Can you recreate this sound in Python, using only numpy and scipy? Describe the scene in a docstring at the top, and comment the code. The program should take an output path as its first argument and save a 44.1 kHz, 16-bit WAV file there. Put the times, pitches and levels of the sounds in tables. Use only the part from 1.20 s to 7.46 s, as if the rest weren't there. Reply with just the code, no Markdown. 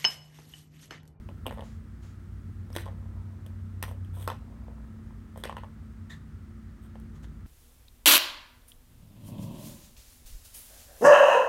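"""Hollow plastic balls clack in a tiered plastic track as a cat paws them, in a small room with close walls.
Each hit rings modes of ball, rim and tray under a short noise crack; a fainter, duller repeat comes soon after.
Pulses make the balls roll and skitter, short grainy hisses swell, and square hits ring the whole tower.
Fur brushes the rim as soft noise, and a paw pad squeaks once as a rough tone of wavering pitch.
Behind the toy a machine hums: steady tones, a drone that swells and dies away, rumble and airy hiss."""
import sys
import numpy as np
from scipy import signal
from scipy.fft import rfft, irfft
from scipy.io import wavfile

SR = 44100
rng = np.random.default_rng(int(sys.argv[2]) if len(sys.argv) > 2 else 0)


def int16_out(signal):
    """Quantize to a 16-bit WAV file."""
    q = np.round(np.clip(np.atleast_2d(signal).T, -1, 1) * 32767)
    wavfile.write(sys.argv[1], SR, q.astype(np.int16))


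N = 276154
TIME = np.arange(N) / SR

# steady machine tones, mean level before they waver: [f/Hz, level/dB]
HUM_TONES = [(59.7, -50), (119, -62.5), (153.5, -60.5), (188, -64.5), (220.6, -53.5), (251.7, -65.5),
             (345, -69.5)]
# the drone swells and dies away: [t/s, level/dB]
DRONE_LEVEL = [(0.08, -46.5), (1.02, -48), (1.25, -40.5), (3.05, -39), (3.25, -51.5), (6.0, -52)]
DRONE_HZ = 93.55
# spectrum of the airy hiss: [f/Hz, relative level/dB]
AIR_COLOUR = [(200, -19.5), (400, -4), (500, -8.5), (740, -9.5), (1000, -11), (1290, -1.5), (1480, -6.5),
              (1900, -8.5), (2500, -16.5), (4500, -22), (7400, -24.5), (8800, -23.5), (10200, -30.5),
              (16000, -32.5)]
AIR_DB = -64.5
# spectrum of the low rumble: [f/Hz, relative level/dB]
RUMBLE_COLOUR = [(20, -48), (31, -20), (39, -16.5), (50, 0), (69, -7.5), (84, 1), (104, -6.5), (135, -11),
                 (172, -13.5), (260, -17.5), (330, -24.5), (450, -32), (700, -60)]
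# level of the rumble: [t/s, level/dB]
RUMBLE_LEVEL = [(0.3, -42.5), (0.75, -47), (1.3, -44), (4.3, -45.5), (5.7, -47), (6.1, -44)]

# time for the room's echoes to fall 60 dB: [f/Hz, t60/s]
ROOM_T60 = [(250, 0.15), (1000, 0.19), (3500, 0.29), (9000, 0.23), (16000, 0.18)]
# colour of the room's echoes: [f/Hz, relative level/dB]
ROOM_COLOUR = [(330, -1), (550, 0), (950, -5), (1400, -0.5), (2400, 1), (5000, 0.5), (9000, -1.5)]
# echoes a second at first; time over which they crowd together (s)
ECHOES_PER_S, CROWDING_S = 500, 0.03
# the room decays separately in seven octave bands
EDGES = np.geomspace(125, 16000, 8)
OCTAVES = [(np.sqrt(low * high), signal.butter(2, [low, high], "band", fs=SR, output="sos"))
           for low, high in zip(EDGES, EDGES[1:])]

# fur brushing the rim: [start t/s, fade length/s, level/dB]
BRUSHES = [(0.429, .17, -60.5), (0.815, 0.16, -61), (5.942, 0.04, -63.5), (6.021, 0.033, -58.5)]
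# spectrum of fur on plastic, and of the pad's rasp: [f/Hz, relative level/dB]
FUR_COLOUR = [(700, 7), (1900, 1.5), (2700, 0), (4500, -1.5), (5500, -3.5), (7000, 0.5), (9000, -10.5),
              (11000, -10.5), (15500, -19)]

# a pad sticks and slips on the plastic: start (s), level (dB) before it roughens
SQUEAK_S, SQUEAK_DB = 4.894, -47
# its pitch follows the speed of the slip, before jitter: [t/s, f/Hz]
SQUEAK_PITCH = [(4.899, 1740), (4.905, 1904), (4.918, 1775), (4.926, 1945), (4.946, 1750), (4.957, 1960)]
# partials of the squeak: [multiple of the pitch, relative level/dB]
SQUEAK_PARTIALS = [(1, 2), (2, -3.5), (4, -20)]
# the pad grips quickly and lets go slowly; the rasp of its landing dies sooner (s)
GRIP_S, LET_GO_S, RASP_S = 0.007, 0.094, 0.087

# short grainy hisses, some leading into hits: [start t/s, length/s, level/dB before the trim in hissing()]
HISSES = [(0.31, 0.063, -63), (1.513, 0.13, -53), (2.65, 0.093, -63), (2.927, 0.12, -55.5),
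          (2.993, 0.086, -54), (4.162, 0.071, -58.5), (5.614, 0.067, -65)]
# spectrum of the grainy hisses: [f/Hz, relative level/dB]
HISS_COLOUR = [(1500, 1), (2700, -2.5), (3400, 7), (4400, -10), (7500, -7), (8500, 6.5), (10000, -6),
               (11500, 1), (15500, -5.5)]

# a pushed ball rolls until friction stops it: [start t/s, slowing length/s, level/dB before rolling()'s trim]
ROLLS = [(0.26, 0.24, -58), (1.55, 1.16, -61.5), (2.616, 0.15, -61), (2.928, 0.1, -53), (3.17, 0.84, -62),
         (4.24, 0.37, -68)]
# time to pick up speed (s); murmur of the balls idling between pushes (dB, before the same trim)
PUSH_S, IDLE_DB = 0.06, -71.5

# a struck ball skitters along the wall in tiny ticks: [start t/s, fade length/s, level/dB]
SKITTERS = [(0.287, 0.017, -53), (4.256, .095, -53), (4.38, .045, -59)]
# mean ticks a second; time for the run to build up (s)
SKITTER_PER_S, SKITTER_RISE_S = 420, 0.0075

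# a square hit shakes the whole tower, which rings low: [t/s, level/dB, f/Hz, t60/s]
THUMPS = [(0.267, -38, 258, 0.17), (1.563, -36.5, 340.3, 0.19), (4.24, -44, 387, 0.11)]

# modes of the tray, before each strike shifts them: [f/Hz, relative level/dB, t60/s]
TRAY_MODES = [(340, -13, 0.024), (471, 4.5, 0.0086), (543, 1.5, 0.018), (655, 9.5, 0.0081),
              (885, 4.5, 0.012), (1032, 2, 0.016), (1266, 5, 0.0083)]
# modes of its thin rim: [f/Hz, relative level/dB, t60/s]
RIM_MODES = [(1520, 2.5, 0.01), (1786, 8.5, 0.0095), (1950, -9, 0.0083)]
# the hollow ball's lowest modes: [multiple of its pitch, relative level/dB, t60/s]
BALL_MODES = [(0.86, -16, 0.0092), (0.97, -1.5, 0.013), (1.029, 4.5, 0.0075)]
# the balls' modes as they spread in all directions: [f/Hz, relative level/dB, t60/s]
CLATTER_MODES = [(2630, -3, 0.007), (2970, 0.5, 0.0065), (3400, -2.5, 0.004), (4080, -12, 0.0043)]
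# the plastic's crowded higher resonances: [f/Hz, relative level/dB]
SHELL_COLOUR = [(300, -17), (900, 5), (2000, 3.5), (2450, -3.5), (2850, -22), (3400, 3.5), (4100, 0),
                (4900, -2), (6300, 0.5), (7500, -5), (8400, 7.5), (9900, 0), (11000, 6.5), (13000, 2.5),
                (16000, -6)]
# a ball strikes its neighbour or the tray: [t/s, tray knock level/dB, f/Hz that the struck spot favours,
# rim level/dB, ball level/dB, ball pitch f/Hz, crack level/dB, crack tilt above 3 kHz/(dB per octave)]
HITS = [(0.0886, -41, 736, -55, -51.5, 2700, -61.5, -4), (0.257, -36, 960, -60, -54, 3040, -70, -11),
        (0.2652, -28.5, 654, -44, -31.5, 3080, -38.5, 3), (0.2805, -34.5, 565, -55, -45, 2750, -51, -8),
        (0.309, -34.5, 795, -45, -52, 3130, -49, -8), (0.3244, -37.5, 704, -51, -60, 2700, -54, -6),
        (0.3735, -39, 685, -58, -61, 3200, -65, -6), (0.3825, -41.5, 905, -55, -58, 3250, -64, -6),
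        (0.393, -34.5, 690, -49.5, -62, 3100, -54, -8), (0.4073, -43.5, 830, -56, -47, 3150, -54.5, -5),
        (0.4217, -37, 724, -56, -66, 3100, -59, -7), (0.4345, -46, 720, -61, -71, 3100, -66, -6),
        (1.5024, -45.5, 480, -68, -68, 3200, -56, -4), (1.529, -54, 1200, -60, -51.5, 5350, -57, -3),
        (1.5522, -41, 550, -41, -58, 3280, -42, -5), (1.5631, -28, 480, -34.5, -34, 3360, -33, -3.5),
        (1.5700, -38.5, 370, -46, -45, 3200, -38, -10), (1.585, -47, 950, -37, -46, 3460, -49, -8),
        (1.6569, -44.5, 890, -63, -60, 3220, -50, -8), (1.663, -37, 790, -55, -56, 3220, -56.5, -7),
        (1.6775, -40, 940, -55, -59, 3200, -61, -6), (1.6846, -40.5, 706, -51, -60, 3140, -64.5, -5),
        (2.263, -49.5, 700, -58, -53.5, 3300, -52.5, 3), (2.6263, -31, 1170, -31.5, -35.5, 2660, -30, -2.5),
        (2.6374, -35, 1000, -41.5, -41.5, 3450, -46, 2), (2.6806, -43, 770, -57, -60, 3300, -56.5, 1),
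        (2.6893, -48, 850, -62, -54, 3350, -61, -1), (2.7123, -40, 660, -61, -67, 3200, -55, 7),
        (2.847, -69, 900, -70, -58, 3170, -62, -2), (3.0763, -22, 1000, -35.5, -40, 4140, -32, -5.5),
        (3.0859, -34.5, 800, -43, -42, 2560, -50, -7), (3.1007, -27, 980, -50, -41.5, 3380, -41.5, -8.5),
        (3.1058, -36.5, 1050, -50, -52, 3220, -56, -8), (3.1175, -35, 900, -48, -54, 2650, -53.5, -7),
        (3.4815, -42.5, 640, -65, -76, 3200, -75, -6), (3.906, -50.5, 950, -61, -82, 3200, -74, -4),
        (4.1591, -41, 734, -55, -62, 3100, -61.5, -10), (4.175, -40.5, 596, -56, -68, 3200, -49, 1),
        (4.2373, -34, 730, -39, -36.5, 3420, -36, -6), (4.245, -55, 700, -37, -48, 2550, -47, -6),
        (4.2524, -39, 1100, -39, -46, 3200, -40.5, -8), (4.2545, -31.5, 560, -47, -50, 2580, -49.5, -6),
        (4.295, -28.5, 900, -43, -46, 3070, -51, -6), (4.3254, -35, 950, -49, -58, 3260, -57, -10),
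        (4.3674, -32.5, 940, -45, -46, 2960, -48.5, -6.5), (4.382, -42, 900, -48, -50, 2800, -59.5, 0),
        (4.4343, -36.5, 856, -50.5, -60, 3140, -58.5, -9), (4.4438, -44.5, 950, -62, -59, 2900, -63.5, -12),
        (5.755, -44.5, 754, -56, -61, 3000, -67, -5), (5.799, -60, 900, -72, -71, 3200, -58.5, 2),
        (6.043, -64, 1100, -51, -58, 3150, -53, -12)]
# a hit is wholly soft when its crack lies this far under its knock (dB)
SOFT_SPAN_DB = 24
# mean wait for the repeat of a hard hit, and what a wholly soft one adds (s)
REPEAT_S, SOFT_REPEAT_S = 0.0098, 0.007
# how much fainter the repeat is (dB)
KNOCK_LOSS_DB, RING_LOSS_DB, CRACK_LOSS_DB = 14.5, 19, 18.5
# the pitch that the repeat favours (Hz); how much duller it cracks (dB per octave)
REPEAT_HZ, REPEAT_DULL_DB = 760, 18

CUTOFF_HZ = 16200


def from_db(db):
    """Decibels to gain."""
    return 10 ** (np.asarray(db) / 20)


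def rms_one(x):
    """Scale to unit power."""
    return x / np.sqrt(np.mean(x ** 2) + 1e-20)


def one_blow(x):
    """Scale to the energy of 2 ms at unit power."""
    return x / np.sqrt(np.sum(x ** 2) / (0.002 * SR))


def add(out, s, sound):
    """Mix a sound in at a time."""
    start = int(np.clip(round(s * SR), 0, N))
    out[start:start + len(sound)] += sound[:N - start]


def in_time(points):
    """Read a curve at every sample."""
    s, value = np.transpose(points)
    return np.interp(TIME, s, value)


def swell(s, rise_s, fall_s):
    """An envelope that rises to 1 and runs down evenly."""
    return np.interp(TIME, [s, s + rise_s, s + rise_s + fall_s], [0, 1, 0])


def die_away(t, t60):
    """Exponential decay that falls 60 dB in t60."""
    return np.exp(-np.log(1000) * t / t60)


def build_up(t, rise_s):
    """Smooth onset of a strike."""
    return 1 - np.exp(-(t / rise_s) ** 2)


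def drift(rate):
    """Random wander through about so many knots a second, scaled to unit power."""
    knots = rng.standard_normal(N // 20)
    return rms_one(np.interp(TIME * rate, np.arange(len(knots)), knots))


def at_hz(points, hz):
    """Read a spectrum on a log-frequency axis."""
    f, value = np.transpose(points)
    return np.interp(np.log(np.maximum(hz, 1)), np.log(f), value)


def coloured(x, spectrum, tilt_db=0):
    """Give a signal a spectrum, tilted above 3 kHz by so much an octave; unit power."""
    hz = np.fft.rfftfreq(len(x), 1 / SR)
    db = at_hz(spectrum, hz) + tilt_db * np.log2(np.maximum(hz, 3000))
    return rms_one(irfft(rfft(x) * from_db(db), len(x)))


def noise(spectrum):
    """Steady noise with a given spectrum."""
    return coloured(rng.standard_normal(N), spectrum)


def hum(waver_db=2.33, wander_rad=0.18):
    """Machine tones, wavering a little, over rumble and airy hiss."""
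    def tone(hz):
        """A unit-power sine whose phase wanders."""
        turns = hz * TIME + rng.random()
        return np.sqrt(2) * np.sin(2 * np.pi * turns + wander_rad * drift(1.65))

    steady = sum(from_db(db + waver_db * drift(5)) * tone(hz) for hz, db in HUM_TONES)
    drone = from_db(in_time(DRONE_LEVEL)) * tone(DRONE_HZ)
    rumble = from_db(in_time(RUMBLE_LEVEL)) * noise(RUMBLE_COLOUR)
    air = from_db(AIR_DB) * noise(AIR_COLOUR)
    return steady + drone + rumble + air


def room(x, wet_db, gap_s, treble_loss_db):
    """The echoes alone: close walls return separate reflections that crowd into a tail and die by band."""
    t = np.arange(SR // 3) / SR
    response = np.zeros(len(t))
    arrives = rng.random(len(t)) < ECHOES_PER_S * (1 + (t / CROWDING_S) ** 2) / SR
    onset = np.clip(t / gap_s - 1, 0, 1)   # silent until the gap has passed
    for octave, (hz, band) in enumerate(OCTAVES):
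        decay = die_away(t, at_hz(ROOM_T60, hz)) * onset
        # each echo weakens as they crowd
        echoes = arrives * rng.choice([-1, 1], len(t)) * decay / np.hypot(1, t / CROWDING_S)
        in_band = signal.sosfilt(band, echoes / np.linalg.norm(echoes))
        response += from_db(wet_db - treble_loss_db * octave) * in_band
    colour = from_db(at_hz(ROOM_COLOUR, np.fft.rfftfreq(2 * len(t), 1 / SR)))
    response = irfft(rfft(response, 2 * len(t)) * colour)[:len(t)]
    return signal.fftconvolve(x, response)


def brushing(rise_s=0.015):
    """Each stroke of fur is soft noise that swells quickly and fades."""
    pressure = sum(from_db(db) * swell(s, rise_s, length) for s, length, db in BRUSHES)
    return pressure * noise(FUR_COLOUR)


def squeak(rough_db=4.0, rasp_db=-7, jitter=0.05):
    """The pad lands with a rasp, then uneven stick and slip gives a short rough tone that trails off."""
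    pitch = in_time(SQUEAK_PITCH) * (1 + jitter * drift(1200))
    phase = 2 * np.pi * np.cumsum(pitch) / SR
    tone = rms_one(sum(from_db(db) * np.sin(k * phase) for k, db in SQUEAK_PARTIALS))
    grip = swell(SQUEAK_S, GRIP_S, LET_GO_S) ** 2 * from_db(rough_db * drift(250))
    rasp = from_db(rasp_db) * swell(SQUEAK_S, GRIP_S, RASP_S) * noise(FUR_COLOUR)
    return from_db(SQUEAK_DB) * (grip * tone + rasp)


def hissing(grain_db=2.5, trim_db=-1):
    """Each hiss is a short swell of bright noise, its level flickering to make it grainy."""
    grainy = rng.standard_normal(N) * from_db(grain_db * drift(500))
    level = sum(from_db(db) * np.sin(np.pi * np.clip((TIME - s) / length, 0, 1))
                for s, length, db in HISSES)
    return from_db(trim_db) * level * coloured(grainy, HISS_COLOUR)


def strike(modes, spot_db, rise_s):
    """Modes ring after one blow, their strength and pitch shifting a little with the spot."""
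    hz, db, t60 = np.transpose(modes)[:, :, None]
    t = TIME[:SR // 12]
    gain = from_db(db + np.reshape(spot_db, (-1, 1)) + rng.standard_normal(hz.shape))
    shifted_hz = hz * rng.uniform(0.975, 1.025, hz.shape)
    turns = shifted_hz * (t - rise_s / 2) + 0.2 * rng.random(hz.shape)
    ring = np.sum(gain * die_away(t, t60) * np.sin(2 * np.pi * turns), axis=0)
    return one_blow(ring * build_up(t, rise_s))


def rolling(bumps_per_s=260, size_db=4, trim_db=-3):
    """Small bumps in the groove keep the tray murmuring, louder as a ball rolls faster."""
    sizes = from_db(size_db * np.minimum(rng.exponential(1, N), 2))
    bumps = (rng.random(N) < bumps_per_s / SR) * rng.choice([-1, 1], N) * sizes
    murmur = signal.fftconvolve(bumps, strike(TRAY_MODES, 0, rise_s=0.0007))[:N]
    soft = signal.sosfilt(signal.butter(2, [450, 1100], "band", fs=SR, output="sos"), murmur)
    speed = from_db(IDLE_DB) + sum(from_db(db) * swell(s, PUSH_S, length) for s, length, db in ROLLS)
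    return from_db(trim_db) * speed * rms_one(soft)


def skittering(rim_db=-4):
    """Tiny uneven ticks keep the ball and the rim ringing between the hits."""
    sizes = np.sqrt(rng.random(N))
    ticks = (rng.random(N) < SKITTER_PER_S / SR) * rng.choice([-1, 1], N) * sizes
    ball = strike(CLATTER_MODES, 0, rise_s=0.00044)
    rim = from_db(rim_db) * strike(RIM_MODES, 0, rise_s=0.0005)
    force = sum(from_db(db) * swell(s, SKITTER_RISE_S, length) for s, length, db in SKITTERS)
    return force * rms_one(signal.fftconvolve(ticks, ball + rim)[:N])


def thumps():
    """The tower's low ring outlasts the clack that starts it."""
    out, t = np.zeros(N), TIME[:SR // 2]
    for s, db, hz, t60 in THUMPS:
        add(out, s, from_db(db) * die_away(t, t60) * np.sin(2 * np.pi * hz * t))
    return out


def crack(bright_db, rise_s=0.0004, t60=0.014):
    """The ball's higher modes die so fast that they merge into a short burst."""
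    t = TIME[:SR // 12]
    burst = rng.standard_normal(len(t)) * die_away(t, t60) * build_up(t, rise_s)
    return one_blow(coloured(burst, SHELL_COLOUR, bright_db) * np.linspace(1, 0, len(t)))


def softness(tray_db, crack_db):
    """0 for a sharp clack, 1 for a dull knock."""
    return np.clip((tray_db - crack_db) / SOFT_SPAN_DB, 0, 1)


def hits_and_repeats(uneven=0.126):
    """Every hit, then a fainter, duller repeat about 10 ms later, or more after a soft hit."""
    chances = rng.uniform(-1.06, 1, len(HITS))
    for hit, chance in zip(HITS, chances):
        s, tray_db, spot_hz, rim_db, ring_db, ring_hz, crack_db, bright_db = hit
        yield hit
        wait = (REPEAT_S + SOFT_REPEAT_S * softness(tray_db, crack_db)) * (1 + uneven * chance)
        yield (s + wait, tray_db - KNOCK_LOSS_DB, REPEAT_HZ, rim_db - RING_LOSS_DB,
               ring_db - RING_LOSS_DB, ring_hz, crack_db - CRACK_LOSS_DB, bright_db - REPEAT_DULL_DB)


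def clacks(spread_db=-3.5, favour_db=9, soft_favour_db=7, favour_octaves=0.78):
    """Each clack cracks, rings ball and rim, and knocks the tray most in modes near its favoured pitch."""
    out = np.zeros(N)
    for s, tray_db, spot_hz, rim_db, ring_db, ring_hz, crack_db, bright_db in hits_and_repeats():
        # a soft clack has little crack: its knock builds up slowly and wakes fewer modes
        soft = softness(tray_db, crack_db)
        octaves = np.log2(np.array(TRAY_MODES)[:, 0] / spot_hz) * (1 + 0.26 * soft)
        spot_db = (favour_db + soft_favour_db * soft) * np.exp(-(octaves / favour_octaves) ** 2)
        knock = from_db(tray_db) * strike(TRAY_MODES, spot_db, rise_s=0.0013 + 0.0018 * soft ** 2)
        rim = from_db(rim_db) * strike(RIM_MODES, 0, rise_s=0.00091)
        ball_modes = [(k * ring_hz, db, t60) for k, db, t60 in BALL_MODES]
        ring = from_db(ring_db) * strike(ball_modes, 0, rise_s=0.00081)
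        snap = from_db(crack_db) * crack(bright_db)
        add(out, s, knock + rim + ring + snap)
        # the walls hear the toy from all sides, so the ball's ring comes back as a broader clatter
        clatter = from_db(ring_db + spread_db) * strike(CLATTER_MODES, 0, rise_s=0.00044)
        # every clack draws its own echoes
        to_walls = knock + rim + clatter + snap
        add(out, s, room(to_walls, wet_db=-5.5, gap_s=0.0017, treble_loss_db=0.02))
    return out


def scene():
    """The toy and the paw in the humming room."""
    soft_sounds = rolling() + brushing() + squeak()
    echoes = room(soft_sounds, wet_db=-1.5, gap_s=0.0026, treble_loss_db=2.5)[:N]
    hits = clacks() + thumps() + skittering()
    return (hum() + soft_sounds + echoes + hissing() + hits)[None]


def record(dry):
    """One microphone channel, its top cut steeply by an elliptic low-pass."""
    return signal.sosfilt(signal.ellip(10, 0.1, 80, CUTOFF_HZ, fs=SR, output="sos"), dry)


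dry = scene()
out = record(dry)
int16_out(out)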